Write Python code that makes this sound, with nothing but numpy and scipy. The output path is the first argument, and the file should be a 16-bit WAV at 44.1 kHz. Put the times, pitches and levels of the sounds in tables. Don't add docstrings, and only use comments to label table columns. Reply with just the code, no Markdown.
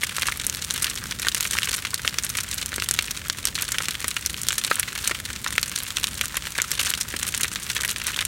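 import sys
import numpy as np
from scipy import signal
from scipy.fft import rfft, irfft
from scipy.io import wavfile
from scipy.ndimage import map_coordinates

SR = 44100
rng = np.random.default_rng(int(sys.argv[2]) if len(sys.argv) > 2 else 0)


def persist_wave(psi):
    counts = np.round(np.clip(psi, -1, 1) * 32767).astype(np.int16)
    wavfile.write(sys.argv[1], SR, np.atleast_2d(counts).T)


N = 364707
TIME_S = np.arange(N) / SR

# (time [s], level over 10 ms [dB], splinter pitch [Hz], scattered energy share [0-1])
STEAM_POPS = [(0.0335, -20.5, 2200, 0.56), (0.1832, -25, 1280, 0.1), (0.2206, -21, 3030, 0.6),
              (0.2314, -23, 2590, 0.2), (0.2686, -24.5, 5100, 0.4), (0.285, -20.0, 1690, 0.43),
              (0.4668, -19.0, 9100, 0), (0.4977, -22, 5370, 0.1), (0.708, -21, 6040, 0),
              (0.8228, -21.5, 10270, 0.8), (0.844, -19.5, 4950, 0.24), (0.8675, -24, 3130, 0.6),
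              (1.2686, -21.5, 1640, 0.65), (1.285, -15.5, 4990, 0.04), (1.3471, -19, 4870, 0.2),
              (1.4073, -21, 7160, 0.1), (1.5865, -18, 3000, 0.04), (1.6311, -20.5, 3300, 0.4),
              (1.8503, -23.5, 2090, 0.4), (1.943, -18.5, 5970, 0.1), (2.0493, -28, 2130, 0.5),
              (2.0771, -16.5, 3050, 0.1), (2.1859, -19, 3430, 0.17), (2.386, -23.5, 2500, 0.4),
              (2.822, -22.5, 2860, 0.25), (2.888, -20.5, 4930, 0.26), (2.911, -16.5, 7640, 0),
              (2.9895, -14.5, 2930, 0.28), (3.2989, -18.5, 3480, 0.2), (3.4536, -18, 5160, 0.1),
              (3.4712, -22.5, 4870, 0.6), (3.6226, -22, 10270, 0), (3.7197, -21.5, 6600, 0.5),
              (3.7841, -19.5, 3710, 0.3), (3.8846, -22, 3050, 0.2), (4.0439, -23, 2290, 0.4),
              (4.0809, -20.5, 9940, 0.4), (4.1658, -21.5, 2830, 0.67), (4.2614, -19.0, 5880, 0.15),
              (4.4857, -16.5, 6100, 0.22), (4.5063, -23.0, 2860, 0.4), (4.5818, -20.0, 7160, 0.4),
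              (4.648, -20.0, 4100, 0.15), (4.7129, -14.5, 1300, 0.5), (4.7972, -16, 9800, 0),
              (4.83, -24, 2860, 0.44), (5.0752, -17.5, 8160, 0.4), (5.1123, -22.5, 2160, 0.7),
              (5.463, -23, 1290, 0.4), (5.5804, -14.5, 2500, 0.24), (5.6296, -20.0, 4300, 0.3),
              (5.76, -22, 5600, 0.5), (5.9697, -20, 3370, 0), (6.0419, -16.5, 3710, 0.1),
              (6.212, -18, 3100, 0.25), (6.3694, -22, 12500, 0.1), (6.586, -21, 1640, 0.4),
              (6.6, -23.5, 2270, 0.7), (6.6183, -18, 6700, 0.16), (6.7162, -20.0, 5880, 0.2),
              (6.7947, -19.5, 2820, 0.6), (6.9032, -24.5, 4380, 0), (6.938, -20.5, 3050, 0.1),
              (7.0107, -20, 5540, 0.6), (7.2298, -21.5, 6070, 0.24), (7.347, -22.5, 6280, 0.5),
              (7.4098, -23, 6700, 0), (7.4329, -19, 4830, 0.4), (7.4451, -24.5, 1800, 0.2),
              (7.5584, -23.5, 2880, 0.3), (7.7005, -23.5, 3370, 0.7), (7.765, -20.5, 2920, 0.6),
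              (7.8482, -22.5, 2080, 0.6), (8.1897, -21.5, 2590, 0.7), (8.2516, -21.5, 6800, 0.26)]
# (time [s], level over 10 ms [dB])
BOARD_KNOCKS = [(1.265, -40), (2.048, -35.5), (2.781, -34), (3.884, -36.5), (4.043, -37.5), (4.712, -36),
                (5.111, -36), (7.140, -33.5)]
# (time [s], level [dB])
BLAZE_CURVE = [(0.0, -32.5), (0.64, -36.0), (0.72, -31.5), (1.2, -34.0), (1.6, -31.0), (2.08, -36.5),
               (2.2, -33.5), (3.47, -36.5), (3.59, -33.0), (4.23, -35.5), (5.07, -32.5), (5.35, -38.0),
               (5.47, -34.0), (6.66, -35.0), (6.86, -30.5), (7.1, -37.5), (7.22, -32.0), (7.58, -36.0),
               (7.82, -30.0), (7.9, -35.0), (8.1, -30.0), (8.27, -37.5)]
# (frequency [Hz], relative density [dB])
ROAR_SPECTRUM = [(20, -20), (35, -9), (58, 4), (80, 1), (120, -1.5), (200, -5.5), (330, -14.5), (600, -20),
                 (1000, -41.5)]
# (frequency [Hz], relative density [dB])
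SIZZLE_SPECTRUM = [(750, -7), (1400, 3), (3600, 1), (5000, -2.5), (9000, -1.5), (11000, -9), (16000, -8.5)]
# (centre [Hz], Q [-], gain [dB])
PATH_BELLS = [(730, 2.1, -11), (1510, 2.1, 3.5), (4930, 6.6, -4.5), (9640, 2.16, 4), (10340, 18.6, -7.5)]

SPLINTER_REF_HZ = 4000


def pops():
    return snaps(STEAM_POPS, splinter_db=13, ring_db=4, crack_s=0.00022, scatter_s=0.005, gap_db=4)


def crackle(blaze_db, count=1150, base_db=-36, spread_db=5.5, fold_db=-25, pitch_hz=4200, spread_oct=0.85):
    cumulative_rate = np.cumsum(from_db(2.1 * blaze_db + 3 * drift(rate_hz=45)))
    quantiles = (np.arange(count) + 2 * rng.standard_normal(count)) / count % 1
    times_s = np.interp(quantiles, cumulative_rate / cumulative_rate[-1], TIME_S)
    size, pitch, depth = rng.standard_normal((count, 3)).T
    hz = np.clip(pitch_hz * 2 ** (spread_oct * pitch), 1400, 12000)
    thin_oct = np.log2(hz / SPLINTER_REF_HZ)
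    db = base_db + spread_db * size + 0.35 * np.interp(times_s, TIME_S, blaze_db)
    db = fold_db - np.abs(fold_db - db) + 0.73 * thin_oct
    scatter_share = 0.54 - 0.13 * thin_oct + 0.27 * depth
    bursts = zip(times_s, db, hz, scatter_share)
    return snaps(bursts, splinter_db=9, ring_db=5, crack_s=0.00018, scatter_s=0.0037, gap_db=6.5)


def knocks(band_hz=(210, 600), rattle_s=0.0064, crack_hz=1700, crack_over_db=6, scatter_share=0.35):
    cracks = [(at_s, db + crack_over_db, crack_hz, scatter_share) for at_s, db in BOARD_KNOCKS]
    out = snaps(cracks, splinter_db=16, ring_db=0, crack_s=0.0003, scatter_s=0.0072, gap_db=7)
    t = TIME_S[:2048]
    board = signal.butter(2, band_hz, "band", fs=SR, output="sos")
    push = t == 0
    for at_s, db in BOARD_KNOCKS:
        rattle = 0.066 * rng.standard_normal(len(t)) * np.exp(-t / rattle_s)
        add(out, at_s, at_level(signal.sosfilt(board, push + rattle), db))
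    return out


def snaps(bursts, splinter_db, ring_db, crack_s, scatter_s, gap_db):
    out, t, path = np.zeros(N), TIME_S[:1024], grass_path()
    crack_env = t * np.exp(-t / crack_s)
    scatter_env = (1 - np.exp(-t / (2 * crack_s))) ** 2 * np.exp(-t / scatter_s)
    charred = signal.butter(1, 8500, fs=SR)
    echoes_s = np.linspace(0, t[-1], 32)
    for at_s, db, hz, scatter_share in bursts:
        crack, scatter = rng.standard_normal((2, len(t)))
        echo_db = 3 * np.interp(t, echoes_s, rng.standard_normal(len(echoes_s)))
        scatter = signal.lfilter(*charred, scatter * scatter_env * from_db(echo_db))
        gap_hz = SPLINTER_REF_HZ * 2 ** rng.uniform(-1.05, 1.84)
        gap = bell(gap_hz, q=1.4, db=gap_db * rng.uniform(-1.1, 1))
        colour = np.vstack([path, splinter(hz, splinter_db, ring_db), gap])
        crack, scatter = signal.sosfilt(colour, [crack * crack_env, scatter])
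        share = np.clip(scatter_share, 0.08, 0.95)
        add(out, at_s, np.sqrt(1 - share) * at_level(crack, db) + np.sqrt(share) * at_level(scatter, db))
    return out


def splinter(hz, broad_db, ring_db):
    thinness = hz / SPLINTER_REF_HZ
    corner_hz = 4 * hz * thinness
    slow_break = [1, 0, 0, 1, -np.exp(-2 * np.pi * corner_hz / SR), 0]
    ring = bell(hz, q=2.4, db=ring_db - 1.5 * np.log2(thinness))
    return np.vstack([slow_break, bell(hz, q=0.34, db=broad_db), ring])


def grass_path(low_hz=320, high_hz=13500):
    bass_cut = signal.butter(1, low_hz, "high", fs=SR, output="sos")
    air = signal.butter(1, high_hz, fs=SR, output="sos")
    return np.vstack([bass_cut, air] + [bell(*row) for row in PATH_BELLS])


def sizzle(blaze_db, base_db=-40, ticks_per_s=7000, spread_db=4, flutter_db=2):
    ticks = (rng.random(N) < ticks_per_s / SR) * rng.standard_normal(N)
    ticks *= from_db(spread_db * rng.standard_normal(N))
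    level_db = base_db + 0.28 * blaze_db + flutter_db * drift(rate_hz=60)
    return from_db(level_db) * coloured(ticks, SIZZLE_SPECTRUM)


def roar(base_db=-42, billow_db=0.93):
    level_db = base_db + billow_db * drift(rate_hz=6)
    return from_db(level_db) * coloured(rng.standard_normal(N), ROAR_SPECTRUM)


def from_db(db):
    return 10 ** (np.asarray(db) / 20)


def unit_rms(x):
    return x / np.sqrt(np.mean(x ** 2) + 1e-20)


def at_level(burst, db):
    return from_db(db) * burst * np.sqrt(0.01 * SR / np.sum(burst ** 2))


def drift(rate_hz):
    knots = rng.standard_normal(4096)
    curve = map_coordinates(knots, [TIME_S[::64] * rate_hz], order=3, mode="wrap")
    return unit_rms(curve.repeat(64)[:N])


def coloured(x, spectrum):
    hz, db = np.transpose(spectrum)
    bins_hz = np.maximum(np.arange(N // 2 + 1) * SR / N, 1)
    gain = from_db(np.interp(np.log(bins_hz), np.log(hz), db))
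    rolloff = np.minimum(bins_hz / hz[0], 1) ** 2
    return unit_rms(irfft(rfft(x) * gain * rolloff, N))


def bell(hz, q, db):
    w, gain = 2 * np.pi * hz / SR, from_db(db / 2)
    alpha = np.sin(w) / (2 * q)
    b = [1 + alpha * gain, -2 * np.cos(w), 1 - alpha * gain]
    a = [1 + alpha / gain, -2 * np.cos(w), 1 - alpha / gain]
    return np.array(b + a) / a[0]


def add(out, at_s, sound):
    start = int(np.clip(at_s * SR, 0, N - 1))
    out[start:start + len(sound)] += sound[:N - start]


def scene():
    blaze_db = np.interp(TIME_S, *np.transpose(BLAZE_CURVE))
    blaze_db -= blaze_db.mean()
    return (pops() + crackle(blaze_db) + knocks() + sizzle(blaze_db) + roar())[None]


def record(dry):
    clip_level, cutoff_hz = 0.92, 15900
    rounded = dry / (1 + (dry / clip_level) ** 4) ** 0.25
    return signal.sosfilt(signal.ellip(10, 0.1, 90, cutoff_hz, fs=SR, output="sos"), rounded)


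dry = scene()
out = record(dry)
persist_wave(out)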